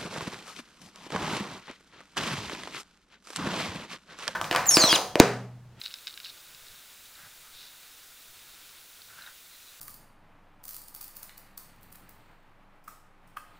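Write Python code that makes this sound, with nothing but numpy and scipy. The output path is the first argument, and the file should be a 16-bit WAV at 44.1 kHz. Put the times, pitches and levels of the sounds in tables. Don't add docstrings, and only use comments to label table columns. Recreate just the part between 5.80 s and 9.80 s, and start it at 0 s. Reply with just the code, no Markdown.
import sys
import numpy as np
from scipy import signal
from scipy.fft import rfft, irfft
from scipy.io import wavfile

SR = 44100
rng = np.random.default_rng(int(sys.argv[2]) if len(sys.argv) > 2 else 0)


def inscribe(sig):
    pcm = np.round(np.clip(np.atleast_2d(sig).T, -1, 1) * 32767)
    wavfile.write(sys.argv[1], SR, pcm.astype(np.int16))


N = 176400
T = np.arange(N) / SR


def amp(db):
    return 10 ** (np.asarray(db) / 20)


def unit(x):
    return x / np.sqrt(np.mean(x ** 2) + 1e-20)


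def add(mix, start_s, sound):
    part = mix[max(round(start_s * SR), 0):][:len(sound)]
    part += sound[:len(part)]


def noise(colour):
    hz, db = np.transpose(colour)
    shape_db = np.interp(np.log(np.fft.rfftfreq(N, 1 / SR) + 1), np.log(hz), db)
    return unit(irfft(rfft(rng.standard_normal(N)) * amp(shape_db), N))


def drift(rate_hz):
    smoothing = np.exp(-(np.fft.rfftfreq(N, 1 / SR) / rate_hz) ** 2)
    return unit(irfft(rfft(rng.standard_normal(N)) * smoothing, N))


def swells(rows):
    return sum(amp(db) * np.exp(-((T - centre) / half) ** 2 / 2) for centre, half, db in rows)


# frequency in Hz, relative level in dB.
WASH_COLOUR = [(20, 1), (60, 1), (110, -2), (250, -4.5), (500, -3), (850, -3), (1150, 0.5), (1450, 5.5),
               (1850, 1), (2500, 3), (3150, 2), (3700, 6), (4300, 2), (5000, -0.5), (5800, -4.5),
               (9000, -10), (16000, -26.5)]
RUMBLE_COLOUR = [(15, 6.5), (50, -9.5), (110, -10), (200, -23.5), (600, -50)]
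# time in seconds, level in dB.
WASH_FADER = [(0, -57), (.55, -55), (.9, -55), (1.3, -56.5), (2.0, -56), (2.45, -56.5), (2.85, -55),
              (3.0, -57.5), (3.3, -56.5), (4, -57)]
RUMBLE_FADER = [(0, -80), (.7, -75), (.92, -67), (1.1, -78), (1.7, -73), (2.2, -75), (2.7, -72), (3.1, -76),
                (4, -78.5)]


def outdoor_bed():
    wash = noise(WASH_COLOUR)
    wash_db = np.interp(T, *np.transpose(WASH_FADER)) + 0.62 * drift(rate_hz=18)
    rumble = noise(RUMBLE_COLOUR)
    rumble_db = np.interp(T, *np.transpose(RUMBLE_FADER)) + 4.5 * drift(rate_hz=16)
    return wash * amp(wash_db) + rumble * amp(rumble_db)


# pitch in Hz, relative level in dB, seconds to fall by 60 dB.
CASE_MODES = [(1574, -16.5, 0.022), (2270, -18.5, 0.011), (2630, -9, 0.0086), (2850, -11, 0.012),
              (3850, 1, 0.0092), (4196, -4.5, 0.0083), (4460, -4.5, 0.007), (5010, -8, 0.0076),
              (7370, -18, 0.0066)]
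BODY_BELOW_HZ, TREBLE_ABOVE_HZ, LOW_CUT_HZ = 3300, 4700, 1460
DETUNE, RING_ATTACK_S = 0.029, 0.00027


def case_ring(body_db, treble_db):
    t = T[:SR // 20]
    ring = np.zeros(len(t))
    for (hz, db, t60), chance in zip(CASE_MODES, rng.standard_normal(len(CASE_MODES))):
        db = db + body_db * (hz < BODY_BELOW_HZ) + treble_db * (hz > TREBLE_ABOVE_HZ)
        ring += amp(db - 60 * t / t60) * np.cos(2 * np.pi * hz * (1 + DETUNE * chance) * t)
    attack = 1 - np.exp(-t / RING_ATTACK_S)
    low_cut = signal.butter(2, LOW_CUT_HZ, "high", fs=SR, output="sos")
    return signal.sosfilt(low_cut, ring * attack)


# start in seconds, relative level in dB, body boost in dB, treble boost in dB.
CASE_CLICKS = [(.0150, -30.5, -1.5, -8), (.0160, -31, 3.5, -9), (0.0374, -38, -1, 13), (0.041, -38, -2, 5),
               (.0464, -45, 6, 0), (0.0566, -34, -8, 3), (0.0608, -27.5, 2.5, -4), (0.0708, -35, 0, -1),
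               (.0800, -37, -6, -2), (0.1064, -43, 9, 0), (0.1126, -40, 2, 1), (.1197, -46, 2, 3),
               (.1244, -44, 0, -1), (0.1402, -31, 3.5, 10.5), (.1584, -43, -2, -2), (.1862, -45, 0, 2),
               (0.2707, -25.5, 1, -1), (0.2778, -31, 5.5, 9.5), (.2844, -35.5, 2, -5), (.2952, -41, -3, -3),
               (0.301, -40, -8, -2), (.3084, -40, -6, -3), (.3270, -43, -6, -3), (.3405, -38, -8, -2),
               (.3756, -34, 6.5, 3), (0.4014, -38.5, 9, 11), (.4328, -45, -3, 7), (.4436, -42, 7, 0),
               (.4467, -33.5, -9, 2), (0.4521, -37, -11, 9), (0.4577, -43, 14, -4), (0.469, -38, 0, -1),
               (0.484, -43, 4, -4), (0.491, -43, 0, -2), (.4969, -39, -10, 6), (.5003, -37.5, -8, -4),
               (.5060, -45, -1, -3), (.7477, -47, 6, 14), (.8680, -46, -5, 9), (0.8835, -44, -9, 1),
               (.9168, -50, -3, 2), (3.2190, -45, -2, 4)]
RING_DB, SNAP_DB, SNAP_DECAY_S = 4.5, -6.5, 0.00016
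ECHO_S, ECHO_DB, TAIL_DB, TAIL_T60_S = 0.0016, -16, -14, 0.05


def case_clicks():
    out, t = np.zeros(N), T[:SR // 20]
    for start, db, body_db, treble_db in CASE_CLICKS:
        burst = rng.standard_normal(len(t)) * np.exp(-t / SNAP_DECAY_S)
        snap = amp(db + treble_db + SNAP_DB) * np.diff(burst, prepend=0) / 2
        ring = amp(db + RING_DB) * case_ring(body_db, treble_db)
        scatter = rng.standard_normal(len(t)) * amp(-60 * t / TAIL_T60_S)
        tail = signal.fftconvolve(ring, scatter / np.linalg.norm(scatter))
        add(out, start, ring + snap)
        add(out, start + ECHO_S * rng.uniform(0.765, 1.175), amp(ECHO_DB) * ring)
        add(out, start + ECHO_S, amp(TAIL_DB) * tail)
    return out


def ticks(per_second, layers=8, spread_db=3.5):
    out = np.zeros(N)
    for _ in range(layers):
        sizes = amp(spread_db * np.minimum(rng.exponential(1, N), 4)) * rng.choice([-1, 1], N)
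        hits = rng.random(N) < per_second / layers / SR
        out += signal.oaconvolve(sizes * hits, case_ring(body_db=-3, treble_db=0.5))[:N]
    return unit(out)


# centre in seconds, half length in seconds, level in dB.
CRACKLE_SWELLS = [(.052, .005, -44), (.12, 0.11, -58), (0.303, 0.025, -59), (.456, 0.013, -47),
                  (.495, 0.017, -52), (1.265, 0.0095, -55.5), (1.79, 0.035, -51), (1.86, 0.046, -55.5)]
STRAY_DB = -67.5


def crackle():
    return swells(CRACKLE_SWELLS) * ticks(per_second=1800) + amp(STRAY_DB) * ticks(per_second=110)


# centre in seconds, half length in seconds, level in dB.
BUMP_SWELLS = [(.748, 0.0054, -63), (1.44, 0.034, -65.5), (3.36, 0.07, -71.5)]
# frequency in Hz, relative level in dB.
BUMP_COLOUR = [(30, -22), (100, 5), (170, 2.5), (260, -11), (600, -40)]


def bumps():
    return swells(BUMP_SWELLS) * noise(BUMP_COLOUR)


# start, peak and end in seconds, level in dB, pitch and bandwidth in Hz.
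SWISH_CUES = [(1.345, 1.405, 1.48, -54.5, 1510, 550), (1.434, 1.466, 1.48, -50, 1520, 550),
              (1.62, 1.635, 1.79, -59, 1280, 120), (3.187, 3.208, 3.2, -53.5, 1320, 300),
              (3.275, 3.31, 3.36, -54, 1470, 350), (3.333, 3.391, 3.44, -49, 1466, 240),
              (3.393, 3.444, 3.49, -50, 1600, 402), (3.455, 3.478, 3.525, -50, 1520, 280),
              (3.694, 3.755, 3.78, -61, 4100, 120), (3.83, 3.89, 3.93, -57, 3960, 200)]
# frequency in Hz, relative level in dB.
SWISH_COLOUR = [(40, -17), (300, -3), (650, 4), (950, 0), (1150, -3), (1400, 0.5), (2000, -1.5), (2400, -4),
                (4000, 3), (7000, -10)]
FLUTTER_DB = 2


def swishes():
    out = np.zeros(N)
    churn = noise(SWISH_COLOUR) * amp(FLUTTER_DB * drift(rate_hz=110))
    for start, peak, end, db, hz, width in SWISH_CUES:
        hollow = signal.lfilter(*signal.iirpeak(hz, hz / width, fs=SR), churn)
        out += amp(db) * np.interp(T, [start, peak, end], [0, 1, 0]) * unit(hollow)
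    return out


# start in seconds, starting pitch in Hz, level in dB,
# seconds to fall by 60 dB, pitch rise in Hz per second.
DRIP_BUBBLES = [(3.2173, 3950, -39, .022, 200000), (3.4216, 4000, -33, 0.014, 10000),
                (3.4628, 3730, -37.5, 0.025, 5000)]
DRIP_ATTACK_S = 0.00066


def drips():
    out, t = np.zeros(N), T[:SR // 20]
    attack = 1 - np.exp(-t / DRIP_ATTACK_S)
    for start, hz, db, t60, rise in DRIP_BUBBLES:
        cycles = hz * t + rise * t ** 2 / 2
        add(out, start, amp(db - 60 * t / t60) * attack * np.sin(2 * np.pi * cycles))
    return out


def scene():
    mono = case_clicks() + drips() + crackle() + swishes() + bumps() + outdoor_bed()
    return np.tile(mono, (2, 1))


# frequency in Hz, relative level in dB.
HISS_COLOUR = [(20, -6), (1000, -6), (3500, -2.5), (6500, 1), (9000, 0.5), (12000, -.5), (14000, 0.5),
               (16000, 0.5)]
# pitch in Hz, rms level in dB.
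WHINE_TONES = [(10204, -84), (10282, -80), (14084, -84), (14723, -89), (15074, -65.5), (15165, -85)]
HISS_DB, HIGH_CUT_HZ = -52.5, 15800


def record(dry):
    whine = sum(amp(db) * np.sqrt(2) * np.sin(2 * np.pi * (hz * T + rng.random()))
                for hz, db in WHINE_TONES)
    hiss = amp(HISS_DB) * noise(HISS_COLOUR)
    high_cut = signal.firwin(601, HIGH_CUT_HZ, window=("kaiser", 8), fs=SR)
    return signal.oaconvolve(dry + hiss + whine, high_cut[None], "same")


dry = scene()
out = record(dry)
inscribe(out)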